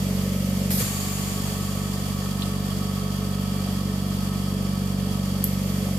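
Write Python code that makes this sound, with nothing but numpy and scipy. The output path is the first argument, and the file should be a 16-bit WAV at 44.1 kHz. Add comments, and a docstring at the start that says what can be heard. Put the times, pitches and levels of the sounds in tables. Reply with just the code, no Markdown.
"""An oxygen concentrator indoors, cabinet open, a stereo pair of microphones close by.
Throughout, a twin-piston compressor throbs and slows as it fills a sieve bed, its strokes rattle the housing
and a fan whirs. A cracked valve seat hisses at first; then air spits across to the other bed, the full bed
gushes and sighs through a muffler, the surge thumps and the relieved motor picks up.
Later a small puff escapes, and near the end a valve clicks and a seat hisses again."""
import sys
import numpy as np
from scipy import signal
from scipy.fft import rfft, irfft
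from scipy.io import wavfile

SR = 44100
rng = np.random.default_rng(int(sys.argv[2]) if len(sys.argv) > 2 else 0)


def store_pcm(level_fs):
    """Save levels as 16-bit WAV."""
    pcm = np.round(np.clip(level_fs, -1, 1) * 32767).astype(np.int16)
    wavfile.write(sys.argv[1], SR, np.atleast_2d(pcm).T)


N = 263718
TIME, FREQ = np.arange(N) / SR, np.maximum(np.fft.rfftfreq(N, 1 / SR), 1)


def undb(db):
    """Decibels to gain."""
    return 10 ** (np.asarray(db) / 20)


def unit(x):
    """Scale to rms 1."""
    return x / np.sqrt(np.mean(x ** 2))


def over_hz(rows):
    """Rows (frequency [Hz], value) joined on a log-frequency axis."""
    hz, value = np.transpose(rows)
    return np.interp(np.log(FREQ), np.log(hz), value)


def pan(db):
    """Left and right gains for a left-minus-right level difference."""
    return undb(np.array([[db], [-db]]) / 2)


def resonance(hz, width):
    """Complex response of one mode, gain 1 at its centre."""
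    detuning = FREQ / hz - hz / FREQ
    return 1 / (1 + 1j * detuning * hz / width)


def shape(x, response):
    """Filter by a frequency response."""
    return irfft(rfft(x) * response, N)


def walk(rate):
    """Slow chance with spread near 1: random levels, 2 * rate a second, joined by straight lines."""
    return 1.2 * np.interp(2 * rate * TIME, np.arange(2048), rng.standard_normal(2048))


def noise(response):
    """Coloured diffuse noise of rms 1 at two microphones, most alike in the low mids, little in the treble."""
    # likeness of the two channels: (frequency [Hz], correlation [-1 to 1])
    channel_likeness = [(150, 0.27), (350, 0.82), (700, 0.62), (1400, 0), (2800, 0.042), (8000, 0.048),
                        (13000, 0.13)]
    alike = np.clip(over_hz(channel_likeness), -.99, .99)
    mid = shape(rng.standard_normal(N), np.sqrt(1 + alike))
    side = shape(rng.standard_normal(N), np.sqrt(1 - alike))
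    return unit(shape(np.array([mid + side, mid - side]), response))


def duct(spectrum, modes):
    """Colour of a hiss lifted, in power, by the resonances of the duct it runs through."""
    lift = 0
    for hz, width, db, pan_db in modes:
        lift = lift + np.abs(undb(db) * pan(pan_db) * resonance(hz, width)) ** 2
    return undb(over_hz(spectrum)) * np.sqrt(1 + lift)


def decay(start, t60, rise=0.00049):
    """Straight rise and exponential fall by 60 dB in t60; times in seconds."""
    age = np.maximum(TIME - start, 0)
    return np.minimum(age / rise, 1) * np.exp(-np.log(1000) * np.minimum(age / t60, 20))


def jet(start, length, db, attack, fall_db_per_s):
    """Flow through a valve: it opens, holds until its length is over, then dies away."""
    age = TIME - start
    return np.clip(age / attack, 0, 1) * undb(db - fall_db_per_s * np.maximum(age - length, 0))


def rush(flow, colour, pan_db):
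    """Turbulent hiss whose level follows its flow, with a slight flicker."""
    flicker_db = .5 * walk(60)
    return noise(colour) * flow * undb(flicker_db) * pan(pan_db)


def compressor():
    """Shaft turns and pressure (1 = full bed): the motor slows as a bed fills and picks up at the swap."""
    switch_s, cycle_s, collapse_s, fill_s = .78, 6.5, .06, 7.0
    # motor speed [turns/s]: unloaded, lost at full pressure, brief overshoot when relieved
    free_hz, sag_hz, overshoot_hz, settle_s = 24.2744, .6025, .8833, .08
    first_stroke_s = .0267

    def fill(since):
        """Pressure climbs like a filling tank, to 1 after one cycle."""
        return np.expm1(-np.maximum(since, 0) / fill_s) / np.expm1(-cycle_s / fill_s)

    age = TIME - switch_s
    swapped = np.clip(age / collapse_s, 0, 1)
    pressure = (1 - swapped) * fill(age + cycle_s) + swapped * fill(age)
    overshoot = overshoot_hz * swapped * np.exp(-np.maximum(age, 0) / settle_s)
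    speed = free_hz - sag_hz * pressure + overshoot
    return np.cumsum(speed) / SR - first_stroke_s * speed[0], pressure


def air(turns, pressure, db=-35.0, load_db=-1, pulse_db=1.1, pulse_lag=0.38, flicker_db=0.81):
    """Air rushes through fan and hoses, swelling with every stroke and thinning as the pressure builds."""
    # plain hiss: (frequency [Hz], relative density [dB])
    air_colour = [(25, -26), (70, -3), (150, 2.5), (212, 2), (265, 0.5), (385, -10), (510, -5.5),
                  (800, -8.5), (1250, -11.5), (1500, -15), (5200, -19), (6000, -18.5), (9500, -18.5),
                  (14500, -18)]
    # hose and manifold modes: (frequency [Hz], width [Hz], level over plain hiss [dB], left minus right [dB])
    hose_modes = [(2954, 230, 4.5, 2.5), (3290, 93, 9.5, -6.5), (4583, 157, 10.5, -5), (5120, 680, 3, -6.5),
                  (6940, 290, 0.5, 9), (8250, 490, -18, 41)]
    pulse = np.cos(4 * np.pi * (turns - pulse_lag))  # twice a turn
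    swell_db = pulse_db * pulse + flicker_db * walk(16)
    level = undb(db + load_db * (pressure - .5) + swell_db)
    return noise(duct(air_colour, hose_modes)) * level * pan(-0.6)


def fan(waver_rad=0.33, flutter_db=2.2):
    """Steady-pitched fan tones that waver in level and phase in the draught."""
    # (frequency [Hz], rms level before flutter [dB])
    fan_tones = [(212.6, -51.5), (425.3, -46), (1061, -61.5)]
    tones = 0
    for hz, tone_db in fan_tones:
        level = undb(tone_db + flutter_db * walk(10))
        tones = tones + level * np.sin(2 * np.pi * hz * TIME + waver_rad * walk(2.5))
    return np.sqrt(2) * tones


def seat(pressure, attack_s=0.027, fall_db_per_s=200, weep_db=-49, weep_empty_db=-40):
    """A valve seat weeps more as the pressure builds and hisses finely once it is cracked open."""
    # hiss colour: (frequency [Hz], relative density [dB])
    seat_colour = [(1000, -18), (2000, 9), (4000, 1), (7000, 6), (9500, 1), (12000, 4), (13300, 7),
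                   (13900, 4), (14500, -20)]
    # openings: (start [s], length [s], level [dB])
    seat_openings = [(-.1, .8, -40.5), (5.437, .6, -42.5)]
    opened = sum(jet(start, length, db, attack_s, fall_db_per_s) for start, length, db in seat_openings)
    weep = undb(weep_db + weep_empty_db * (1 - pressure))
    return rush(np.maximum(opened, weep), undb(over_hz(seat_colour)), pan_db=-0.5)


def puffs():
    """Trapped air escapes from the pipes in brief bursts of resonant noise."""
    # (time [s], level [dB], frequency [Hz], width [Hz], 60 dB decay [s])
    pipe_puffs = [(0.706, -26, 1300, 3000, 0.022), (2.42, -29, 3750, 1100, 0.078),
                  (2.4205, -35, 2970, 700, 0.06)]
    out = 0
    for start, db, hz, width, t60 in pipe_puffs:
        out = out + undb(db) * noise(resonance(hz, width) ** 2) * decay(start, t60)
    return out * pan(-1.5)


def thumps():
    """The pressure surge rings the beds and the muffler briefly; each ring builds over one cycle."""
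    # (time [s], level [dB], frequency [Hz], 60 dB decay [s])
    surge_thumps = [(0.79, -30, 173, 0.1), (0.8062, -20.5, 474, 0.042), (0.8104, -20, 117, 0.18)]
    out = 0
    for start, db, hz, t60 in surge_thumps:
        ring = np.sin(2 * np.pi * hz * (TIME - start))
        out = out + undb(db) * ring * decay(start, t60, rise=1 / hz)
    return out


def clicks(tail_db=-20, tail_hz=12100, tail_width_hz=2000, tail_t60_s=0.26, lag_s=0.000148,
           snap_db=-11, snap_hz=10000, snap_width_hz=9000, snap_t60_s=.008):
    """The solenoid plunger snaps onto its seat and bounces; a bright ring lingers in the cabinet."""
    # plunger hits and bounces: (time [s], level [dB], left minus right [dB])
    plunger_hits = [(5.4408, -10, -2.5), (5.4421, -17, -2.5), (5.4442, -21, 6)]
    # valve ring: (frequency [Hz], level within a hit [dB], 60 dB decay [s])
    valve_modes = [(2830, -21, .012), (4600, -23, 0.011), (7930, -12, 0.013), (9450, -8, .007),
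                   (10750, -9, .007), (11680, 1, 0.0063), (12050, 5, 0.0072), (13100, -5, .007),
                   (14200, -10, .007)]
    out = 0
    for start, db, pan_db in plunger_hits:
        age = TIME - start - np.array([[lag_s], [0]])  # the right microphone is nearer
        ring = 0
        for hz, mode_db, t60 in valve_modes:
            ring = ring + undb(mode_db) * decay(start, t60) * np.sin(2 * np.pi * hz * age)
        snap = noise(resonance(snap_hz, snap_width_hz)) * decay(start, snap_t60_s, rise=.0001)
        tail = noise(resonance(tail_hz, tail_width_hz) ** 2) * decay(start, tail_t60_s)
        hit = undb(snap_db) * snap + ring + undb(tail_db) * tail
        out = out + undb(db) * hit * pan(pan_db)
    return out


def spit(attack_s=.004, fall_db_per_s=290):
    """Air spits across from one bed to the other in two quick turbulent surges."""
    # hiss colour: (frequency [Hz], relative density [dB])
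    spit_colour = [(1200, -17), (2100, -3.5), (2600, -12), (4600, -3), (6200, -6), (9800, -3), (11000, 0),
                   (12200, 2), (13200, 4), (14500, -3.5)]
    # surges: (start [s], length [s], level [dB])
    spit_surges = [(0.702, 0.057, -25.5), (0.771, 0.032, -26)]
    surges = [jet(start, length, db, attack_s, fall_db_per_s) for start, length, db in spit_surges]
    return rush(np.max(surges, axis=0), undb(over_hz(spit_colour)), pan_db=-1.0)


def vent(attack_s=0.025, gush_fall_db_per_s=136, sigh_db=-31, sigh_fall_db_per_s=10):
    """The full bed gushes into the muffler, then sighs ever more softly as it empties."""
    # plain hiss: (frequency [Hz], relative density [dB])
    vent_colour = [(300, -2), (1200, 1), (2200, 6.5), (5800, 2.5), (7400, 1.5), (10500, 4.5), (14500, -2)]
    # muffler modes: (frequency [Hz], width [Hz], level over plain hiss [dB], left minus right [dB])
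    muffler_modes = [(4550, 62, 9.5, -7), (6790, 230, 13, 0), (7480, 380, 6.5, 14.5), (8800, 220, 5, 6),
                     (9650, 160, 1, 6), (11930, 280, 7, 2), (13700, 290, 12.5, -2)]
    # first gush: (start [s], length [s], level [dB])
    first_gush = (.777, 0.028, -29)
    start, length, gush_db = first_gush
    gush = jet(start, length, gush_db, attack_s, gush_fall_db_per_s)
    sigh = jet(start, length, sigh_db, attack_s, sigh_fall_db_per_s)
    return rush(np.hypot(gush, sigh), duct(vent_colour, muffler_modes), pan_db=-0.5)


def rattle(turns, pressure, lead_turns=.38, weak_db=-3, scatter_db=2, jitter_s=0.00011, loose=1.0):
    """Strokes knock the housing a little before their air pulses; pressure sets how much each part chatters."""
    # housing modes: (frequency [Hz], width [Hz], level at reference pressure [dB], reference pressure
    # [1 = full bed], loss one full pressure away [dB], left minus right [dB])
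    housing_modes = [(537, 62, -42, 1.0, 202, 0.5), (725, 88, -56.5, 0.15, 37, -4),
                     (1133.5, 14, -47, 0.27, 21.5, -5), (1273.4, 16.4, -47.5, 0.46, 26.5, 1.5),
                     (1801, 41, -56, 0.31, 10, 9), (2354, 11, -60, 0.54, -1, 1.5),
                     (3300, 140, -55.5, .5, 25, -1)]
    strokes = np.arange(1, int(2 * turns[-1]))
    chance = rng.standard_normal((len(strokes), 2))
    when = np.interp(strokes / 2 - lead_turns, turns, TIME) + jitter_s * chance[:, 0]
    place = np.clip(when * SR, 0, N - 1).astype(int)
    knocks = np.zeros(N)
    knocks[place] = undb(weak_db * (strokes % 2) + scatter_db * chance[:, 1])  # every other one is weaker
    out = 0
    for hz, width, db, best, fall_db, pan_db in housing_modes:
        mode = resonance(hz, width) * np.abs(resonance(hz, hz / 6))
        ring = unit(unit(shape(knocks, mode)) + loose * noise(mode))  # knocks plus loose buzzing
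        out = out + ring * undb(db - fall_db * (pressure - best) ** 2) * pan(pan_db)
    return out


def throb(turns, pressure, db=-29.0, load_db=3, boom_db=7, boom_hz=218, boom_width_hz=24, lag_rad=0.71,
          rough=0.01, clatter_hz=300, clatter_rough=0.4):
    """Two unequal strokes a turn make shaft harmonics; they harden with pressure and the cabinet booms."""
    # (multiple of the motor speed, relative level at full pressure [dB])
    stroke_orders = [(2, -8.5), (3, -28.5), (4, -2.5), (5, -24), (6, -3), (7, -17.5), (8, 2), (9, -6),
                     (10, -10.5), (11, -23), (12, -20), (14, -22), (15, -38), (16, -38), (17, -28.5),
                     (18, -27), (19, -31.5), (20, -27.5), (21, -25.5), (22, -25), (23, -30), (24, -31.5),
                     (25, -30.5), (26, -34), (27, -27), (28, -33), (29, -41), (30, -26)]
    out, turn_hz = 0, turns[-1] / TIME[-1]
    for order, order_db in stroke_orders:
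        hz = order * turn_hz
        boom = 1 / (1 + ((hz - boom_hz) / boom_width_hz) ** 2)
        harden_db = load_db * (np.sqrt(pressure) - 1)
        gain = undb(order_db + harden_db + boom_db * boom * (pressure - 1))
        # the low orders add up to a clean pulse; the high ones scatter in the cabinet and waver
        scattered = 1 / (1 + (clatter_hz / hz) ** 10)
        lag = lag_rad * min(hz / boom_hz, 1) ** 2
        phase = 2 * np.pi * (order * turns + scattered * rng.random()) - lag
        waver = 1 + (rough + clatter_rough * scattered) * walk(9)
        # the deepest orders lean to the right
        out = out + gain * np.cos(phase) * waver * pan(np.interp(hz, [70, 270], [-2.3, 0]))
    return np.sqrt(2) * undb(db) * out


def scene():
    """Fan, valves and compressor together, as they reach the microphones."""
    turns, pressure = compressor()
    background = air(turns, pressure) + fan()
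    valves = seat(pressure) + puffs() + thumps() + clicks() + spit() + vent()
    return background + valves + rattle(turns, pressure) + throb(turns, pressure)


def record(dry):
    """The recorder cuts the top steeply, above 14520 Hz."""
    return signal.sosfilt(signal.ellip(12, .1, 90, 14520, fs=SR, output="sos"), dry)


dry = scene()
out = record(dry)
store_pcm(out)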